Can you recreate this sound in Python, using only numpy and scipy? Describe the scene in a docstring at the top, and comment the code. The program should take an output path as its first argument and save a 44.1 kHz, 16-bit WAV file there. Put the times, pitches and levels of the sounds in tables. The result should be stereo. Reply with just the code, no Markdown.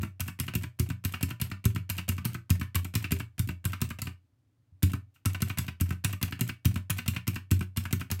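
"""Round, clicky key taps start at once: a hand types sums on a desktop calculator and rests once.
On each stroke the finger touches the key cap, the switch snaps, the key hits bottom and the desk booms.
As the finger lifts, the switch resets with a tick and the cap clacks against its upper stop.
A phone close by picks this up, along with the short echo and faint rumble of a small quiet room."""
import sys
import numpy as np
from scipy import signal
from scipy.fft import rfft, irfft, next_fast_len
from scipy.io import wavfile

SR = 44100
rng = np.random.default_rng(int(sys.argv[2]) if len(sys.argv) > 2 else 0)


def unload_wav(signal):
    """Save mono or channel-first audio to the path in sys.argv[1] as 16-bit WAV at rate SR, clipped to [-1, 1]."""
    wavfile.write(
        sys.argv[1],
        SR,
        np.round(np.clip(np.atleast_2d(signal).T, -1, 1) * 32767).astype(np.int16),
    )


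N = 361617
T = np.arange(2 ** 14) / SR  # time within one contact [s]
HZ = np.fft.rfftfreq(len(T), 1 / SR)

TYPED = "+5.0" "+20." "+5.0" "+5.0" "+20." "+20." "+5.0" "+5.0" "+20."  # the key of each stroke
# each stroke: (key down [s], key up [s], early touch [s], touch level [dB], force [dB], lift speed [dB])
STROKES = [(-0.06, 0.031, 0.0041, -40.5, 0.5, -0.5), (0.205, 0.282, 0.0084, -38, -4.5, -2),
           (0.399, 0.48, 0.0099, -40.0, -2, 1.0), (0.5518, 0.6372, 0.015, -35.5, -0.5, -2),
           (0.796, 0.901, 0.0066, -40.5, -2.5, -0.5), (1.049, 1.138, 0.0097, -41.5, 0.0, 2.5),
           (1.228, 1.308, 0.019, -37, 0, -0.5), (1.414, 1.5146, 0.015, -40, 0.5, -1),
           (1.6535, 1.7598, 0.012, -40.5, 0, 0.5), (1.8992, 1.9832, 0.0063, -38.5, -3.5, 4),
           (2.0891, 2.1808, 0.009, -35.0, 1.5, -4), (2.2518, 2.3474, 0.0062, -40.5, -2, -0.5),
           (2.503, 2.612, 0.0078, -40.5, 1.5, 2.0), (2.7544, 2.849, 0.0081, -34.0, 2.5, -8),
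           (2.9525, 3.042, 0.014, -37.5, 2.5, 3), (3.1187, 3.2016, 0.011, -34.0, 1.5, 0.0),
           (3.393, 3.489, 0.013, -42.0, -4.0, 0), (3.6523, 3.732, 0.0098, -43, -0.5, 0.0),
           (3.8155, 3.906, 0.011, -46.5, -1, -0.5), (4.018, 4.07, 0.031, -38, -7, -3),
           (4.8294, 4.9342, 0.0056, -42, 1.5, -0.5), (5.257, 5.3462, 0.0058, -39.5, 2.0, 0),
           (5.4196, 5.4994, 0.016, -41, 0, 2.5), (5.5849, 5.681, 0.012, -34, 0, 0),
           (5.8093, 5.9059, 0.009, -41, -2, -0.5), (6.0458, 6.131, 0.0059, -36, 3.0, -2.5),
           (6.2275, 6.3231, 0.014, -35.5, 2, 1), (6.409, 6.4917, 0.017, -39.5, -0.0, 4.5),
           (6.654, 6.758, 0.0065, -37.5, 1, -0.5), (6.9028, 6.9862, 0.0054, -31.0, 1, 4.0),
           (7.079, 7.1626, 0.019, -38.5, 2, 3.0), (7.2777, 7.36, 0.0085, -37, -1.5, 2),
           (7.5131, 7.6086, 0.006, -40, 1.0, -1), (7.7713, 7.8532, 0.0087, -41.5, -0.5, -1.5),
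           (7.9268, 8.0112, 0.019, -41.5, 0.5, 0), (8.1139, 8.2105, 0.012, -36.5, -1, 1)]
# each key going down at its usual force: (snap [dB], case [dB], desk boom [dB], desk knock [dB])
KEY_DOWN = {"+": (-25, -35.5, -17, -29.5), "5": (-23.5, -31, -25, -40), "2": (-26, -34, -23.5, -35.5),
            "0": (-25, -32.5, -24, -30.7), ".": (-25, -33.5, -26, -36)}
# how much a harder press adds: (snap [dB/dB], case [dB/dB], desk boom [dB/dB], desk knock [dB/dB])
GAIN_PER_FORCE = (.54, 1.02, 1.1, 1.301)
# each key's own voice: (boost its position gives the desk's second tone [dB], switch pitch [Hz])
KEY_VOICE = {"+": (6.6, 12400), "5": (-3.5, 11000), "2": (-6, 12700), "0": (10, 13100), ".": (9, 12600)}
def presses():
    """The finger lands, the switch snaps, the key hits bottom and wobbles. Gives plastic and desk sound."""
    plastic, wood = np.zeros((2, N)), np.zeros(N)
    for key, (down, _, lead, touch_db, force_db, _) in zip(TYPED, STROKES):
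        snap_db, case_db, boom_db, knock_db = np.add(KEY_DOWN[key], force_db * np.array(GAIN_PER_FORCE))
        second_db, switch_hz = KEY_VOICE[key]
        bottom = down + 0.0018
        add(plastic, down - lead, amp(touch_db - 3) * touch(t60=0.043, rise=0.00059))
        add(wood, down - lead, desk(touch_db - 0.5, touch_db - 7.5, push=0.004))
        add(plastic, down, amp(snap_db - 2.5) * snap(switch_hz))
        hit = clack(t60=0.031, ring_db=-9, tilt_db=2 * rng.standard_normal())
        add(plastic, bottom, amp(case_db - 3) * hit)
        add(wood, bottom, desk(boom_db, knock_db, second_db, push=0.0027))
        for wait, wobble in zip(rng.uniform(0.018, 0.077, 2), rng.standard_normal(2)):
            add(plastic, down + wait, amp(case_db - 17 + 2 * wobble) * touch(t60=0.05, rise=0.003))
    return plastic, wood


RESET_LEAD_S = 0.015  # the switch resets about this long before the key reaches the top
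TICK_PER_DB, CLACK_HZ_PER_DB = 1.1, 30  # a faster lift makes a louder tick and a brighter clack
# each key coming up: (tick [dB], rim [dB], clack [dB], clack brightness [Hz], knock [dB], bounce [dB])
KEY_UP = {"+": (-46, -43, -32, 1760, -34, -47), "5": (-51, -38.5, -31, 2030, -41, -45),
          "2": (-46.5, -45, -29, 1901, -44, -46.5), "0": (-48, -42.5, -32, 1848, -40.5, -49.5),
          ".": (-49.5, -48.5, -30, 2018, -40, -48)}
# each loose cap at its upper stop: (rim clicks before [s], stem bounces after [s])
KEY_RATTLE = {"+": (.001, .0155), "5": (.0035, .008), "2": (.001, .007), "0": (.004, .007),
              ".": (.001, .006)}
def releases():
    """The switch resets, the cap's rim clicks, and the key's stem clacks on its stop and bounces once."""
    plastic, wood = np.zeros((2, N)), np.zeros(N)
    for key, (_, up, _, _, _, lift_db) in zip(TYPED, STROKES):
        tick_db, rim_db, clack_db, clack_hz, knock_db, bounce_db = KEY_UP[key]
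        rim_lead, bounce_after = KEY_RATTLE[key]
        second_db, _ = KEY_VOICE[key]
        early, late, size = rng.standard_normal(3)
        reset = up - RESET_LEAD_S * (1 + 0.1 * early)
        bounce = up + bounce_after * (1 + 0.1 * late)
        tilt_db = 20 * np.log2((clack_hz + CLACK_HZ_PER_DB * lift_db) / 1950)
        add(plastic, reset, amp(tick_db + TICK_PER_DB * lift_db) * tick(t60=0.014, rise=0.0008))
        add(wood, reset - 0.003, desk(knock_db - 7, knock_db - 7, push=0.0037))  # the finger lets go
        add(plastic, up - rim_lead, amp(rim_db) * tick(t60=0.019, rise=0.0011))
        add(plastic, up, amp(clack_db + lift_db - 5.5) * clack(t60=0.027, ring_db=-8.5, tilt_db=tilt_db))
        add(plastic, bounce, amp(bounce_db + lift_db + 2 * size) * touch(t60=0.058, rise=0.0001))
        add(wood, up + 0.0019, -desk(knock_db + 6, knock_db - 2, second_db, push=0.0024))
    return plastic, wood


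# the sharp sound of the switch: (frequency [Hz], level [dB])
SNAP_COLOUR = [(1000, -29), (3000, -3), (6600, -3.5), (8100, 0.5), (9700, -5.5), (11800, 0), (15500, -5)]
def snap(switch_hz, peak_db=7):
    """The switch's small click part rings high up, at a slightly different pitch on every stroke."""
    centre = switch_hz * (1 + 0.082 * rng.standard_normal())
    peak = peak_db / (1 + ((HZ - centre) / 500) ** 2)
    crack = contact(SNAP_COLOUR, t60=0.017, rise=0.00035)
    return normalise(irfft(rfft(crack) * tone_filter(peak)))


# the hollow sound of a key hitting a stop: (frequency [Hz], level [dB])
CLACK_COLOUR = [(700, -19), (1200, 1), (2000, -3.5), (2780, 4), (3300, -9.5), (4700, -11), (16000, -47)]
# the ringing plastic case: (pitch [Hz], level [dB], fade time [s])
CASE_TONES = [(999, -10.5, 0.17), (1200, -2, 0.08), (1521, 5, 0.065), (1789, -2, 0.16), (2260, -4.5, 0.2),
              (2730, -4, 0.072)]
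def clack(t60, ring_db, tilt_db):
    """The stem hits a stop and rings the case; the tilt favours the cap's lower or upper hollow tone."""
    hit = contact(CLACK_COLOUR, t60, rise=0.0024)
    case = amp(ring_db) * ring(CASE_TONES, spread_db=2.5, detune=0.002)
    lean = np.tanh(2 * np.log2((HZ + 1) / 2000)) / (1 + (HZ / 4000) ** 4)  # a seesaw around 2000 Hz
    return normalise(irfft(rfft(hit + case) * tone_filter(tilt_db * lean)))


# the desk top, whose first two tones are its boom: (pitch [Hz], level [dB], fade time [s])
DESK_TONES = [(91, 6.5, 0.3), (114.2, -5.5, 0.23), (177.4, -4, 0.21), (224.4, 2.5, .08), (277.2, -1, 0.08),
              (360, -11.5, 0.14), (631, -16, 0.28)]
def desk(boom_db, knock_db, second_db=0, *, push):
    """The calculator's rubber feet soften each blow to the desk, spreading it over `push` seconds."""
    low_tones = np.add(DESK_TONES[:2], [(0, 0, 0), (0, second_db, 0.0013)])
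    boom = amp(boom_db + 3) * ring(low_tones, spread_db=6.5, detune=0.035)
    knock = amp(knock_db + 7) * ring(DESK_TONES[2:], spread_db=4, detune=0.04)
    force = np.sin(np.pi * np.minimum(T / push, 1)) ** 2
    return signal.fftconvolve(knock - boom, force / force.sum())[:len(T)]


# a soft tap on plastic: (frequency [Hz], level [dB])
TOUCH_COLOUR = [(800, -8.5), (1500, -7.5), (2750, -2), (3400, -10), (5200, -14.5), (8000, -14), (9600, -13),
                (13000, -17)]
def touch(t60, rise):
    """A cap taps lightly as the finger lands, or as the key wobbles or bounces."""
    return contact(TOUCH_COLOUR, t60, rise)


# a thin, bright tick: (frequency [Hz], level [dB])
TICK_COLOUR = [(600, -38), (2700, -3), (5000, -9.5), (8200, -2.5), (9700, -12), (13500, 0), (16000, -13.5)]
def tick(t60, rise):
    """Something small and hard meets plastic: the switch, the cap's rim or a fingernail."""
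    return contact(TICK_COLOUR, t60, rise)


def resting_hand():
    """In the pause the hand nudges the desk; a little later a nail grazes a key."""
    out = np.zeros((2, N))
    add(out, 4.72, desk(boom_db=-45.5, knock_db=-68, push=0.006))
    add(out, 5.157, amp(-62) * clack(t60=0.049, ring_db=-24, tilt_db=-2.5))
    add(out, 5.14, amp(-64) * tick(t60=0.11, rise=0.01))
    return out


def desk_echoes(x, t60=0.038):
    """Things on the desk throw the clicks back at once."""
    echoes = rng.standard_normal((2, len(T))) * amp(-60 * T / t60) * (T > 0.002)
    return signal.fftconvolve(x, echoes / np.linalg.norm(echoes[0]), axes=1)[:, :N]


# how long the room rings: (frequency [Hz], fade time [s])
ROOM_FADE = [(2000, 0.18), (15000, 0.14)]
def wall_echoes(x):
    """The walls answer with a short, soft tail that varies slightly over time."""
    out = np.zeros((2, N))
    for start in range(0, N, len(T)):
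        hz, t, noise = signal.stft(rng.standard_normal((2, len(T))), SR)
        decay = amp(-60 * t / along(ROOM_FADE, hz)[:, None])
        tail = signal.istft(noise * decay, SR)[1] * (1 - np.exp(-T / 0.016))
        fade = np.clip(1 - abs(np.arange(N) - start) / len(T), 0, 1)  # neighbouring stretches overlap
        first = max(start - len(T), 0)
        stretch = (x * fade)[:, first:start + len(T)]
        add(out, first / SR, signal.fftconvolve(stretch, tail / np.linalg.norm(tail[0]), axes=1))
    return out


# the room's steady background: (frequency [Hz], level [dB])
AIR_COLOUR = [(15, -40), (25, -17.5), (117, 3), (212, -23.5), (263, -8), (384, -25), (16000, -47)]
def air():
    """The quiet room's rumble and a trace of hiss."""
    mid, side = filtered(rng.standard_normal((2, N)), lambda hz: amp(along(AIR_COLOUR, hz)))
    pair = mid + 1.5 * np.array([side, -side])
    return amp(-64.5) * pair / pair.std()


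def contact(colour, t60, rise):
    """Plastic cracks with many tones at once, swelling over `rise` seconds and fading 60 dB in `t60`."""
    envelope = amp(-60 * T / t60) * (1 - np.exp(-T / rise))
    mid, side = rfft(rng.standard_normal((2, len(T))) * envelope)
    width = np.pi / 4 * HZ / np.hypot(HZ, 4200)  # the treble differs between the two microphones
    pair = np.cos(width) * mid + np.sin(width) * np.array([side, -side])
    return normalise(irfft(pair * tone_filter(along(colour, HZ))))


def ring(tones, spread_db, detune):
    """Struck tones die away; where the blow lands and the finger's weight vary their level and pitch."""
    chance = rng.standard_normal((len(tones), 2))
    out = np.zeros(len(T))
    for (hz, db, t60), (louder, higher) in zip(tones, chance):
        envelope = amp(db + spread_db * louder - 60 * T / t60)
        out += envelope * np.sin(2 * np.pi * hz * (1 + detune * higher) * T)
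    return normalise(out)


def amp(db):
    """Turn decibels into a gain."""
    return 10 ** (np.asarray(db) / 20)


def along(points, hz):
    """Read between (frequency, value) points, with octaves evenly spaced."""
    freqs, values = np.transpose(points)
    return np.interp(np.log(hz + 1), np.log(freqs), values)


def normalise(x):
    """Give x the energy of 10 ms at full level."""
    return x / np.sqrt(np.mean(x ** 2) * len(T) / SR * 100)


def add(out, seconds, x):
    """Mix x into out from the given time on."""
    start = round(seconds * SR)
    a, b = max(start, 0), min(start + x.shape[-1], N)
    if a < b:
        out[..., a:b] += x[..., a - start:b - start]


def filtered(x, response):
    """Scale and delay each frequency of x as response(hz) says."""
    size = next_fast_len(N + SR)
    return irfft(rfft(x, size) * response(np.fft.rfftfreq(size, 1 / SR)), size)[..., :N]


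def tone_filter(db):
    """A filter with these gains that never rings before the hit (minimum phase)."""
    forward_only = 1 + np.sign(np.fft.fftfreq(len(T)))
    return np.exp(rfft(irfft(np.log(amp(db))) * forward_only))


def scene():
    """The calculator lies a little to the right, so the left microphone hears it later and softer."""
    (down, boom), (up, knock) = presses(), releases()
    side = np.array([[-1], [1]])  # left, right
    plastic = filtered(down + up + resting_hand(), lambda hz: np.exp(side * 1j * np.pi * hz * 5.5e-5))
    wood = np.array([boom + knock] * 2)
    walls = wall_echoes(amp(-8) * plastic + amp(-9.5) * wood)
    heard = plastic + wood + amp(-6) * desk_echoes(plastic) + walls
    return heard * amp(0.9 * side) + air()


LOW_HZ, TOP_HZ = 64, 16000
def record(dry):
    """The phone cuts the deep bass and the very highest treble."""
    thin = signal.sosfilt(signal.butter(3, LOW_HZ, "highpass", fs=SR, output="sos"), dry)
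    return filtered(thin, lambda hz: 1 / np.sqrt(1 + (hz / TOP_HZ) ** 160))


dry = scene()
out = record(dry)
unload_wav(out)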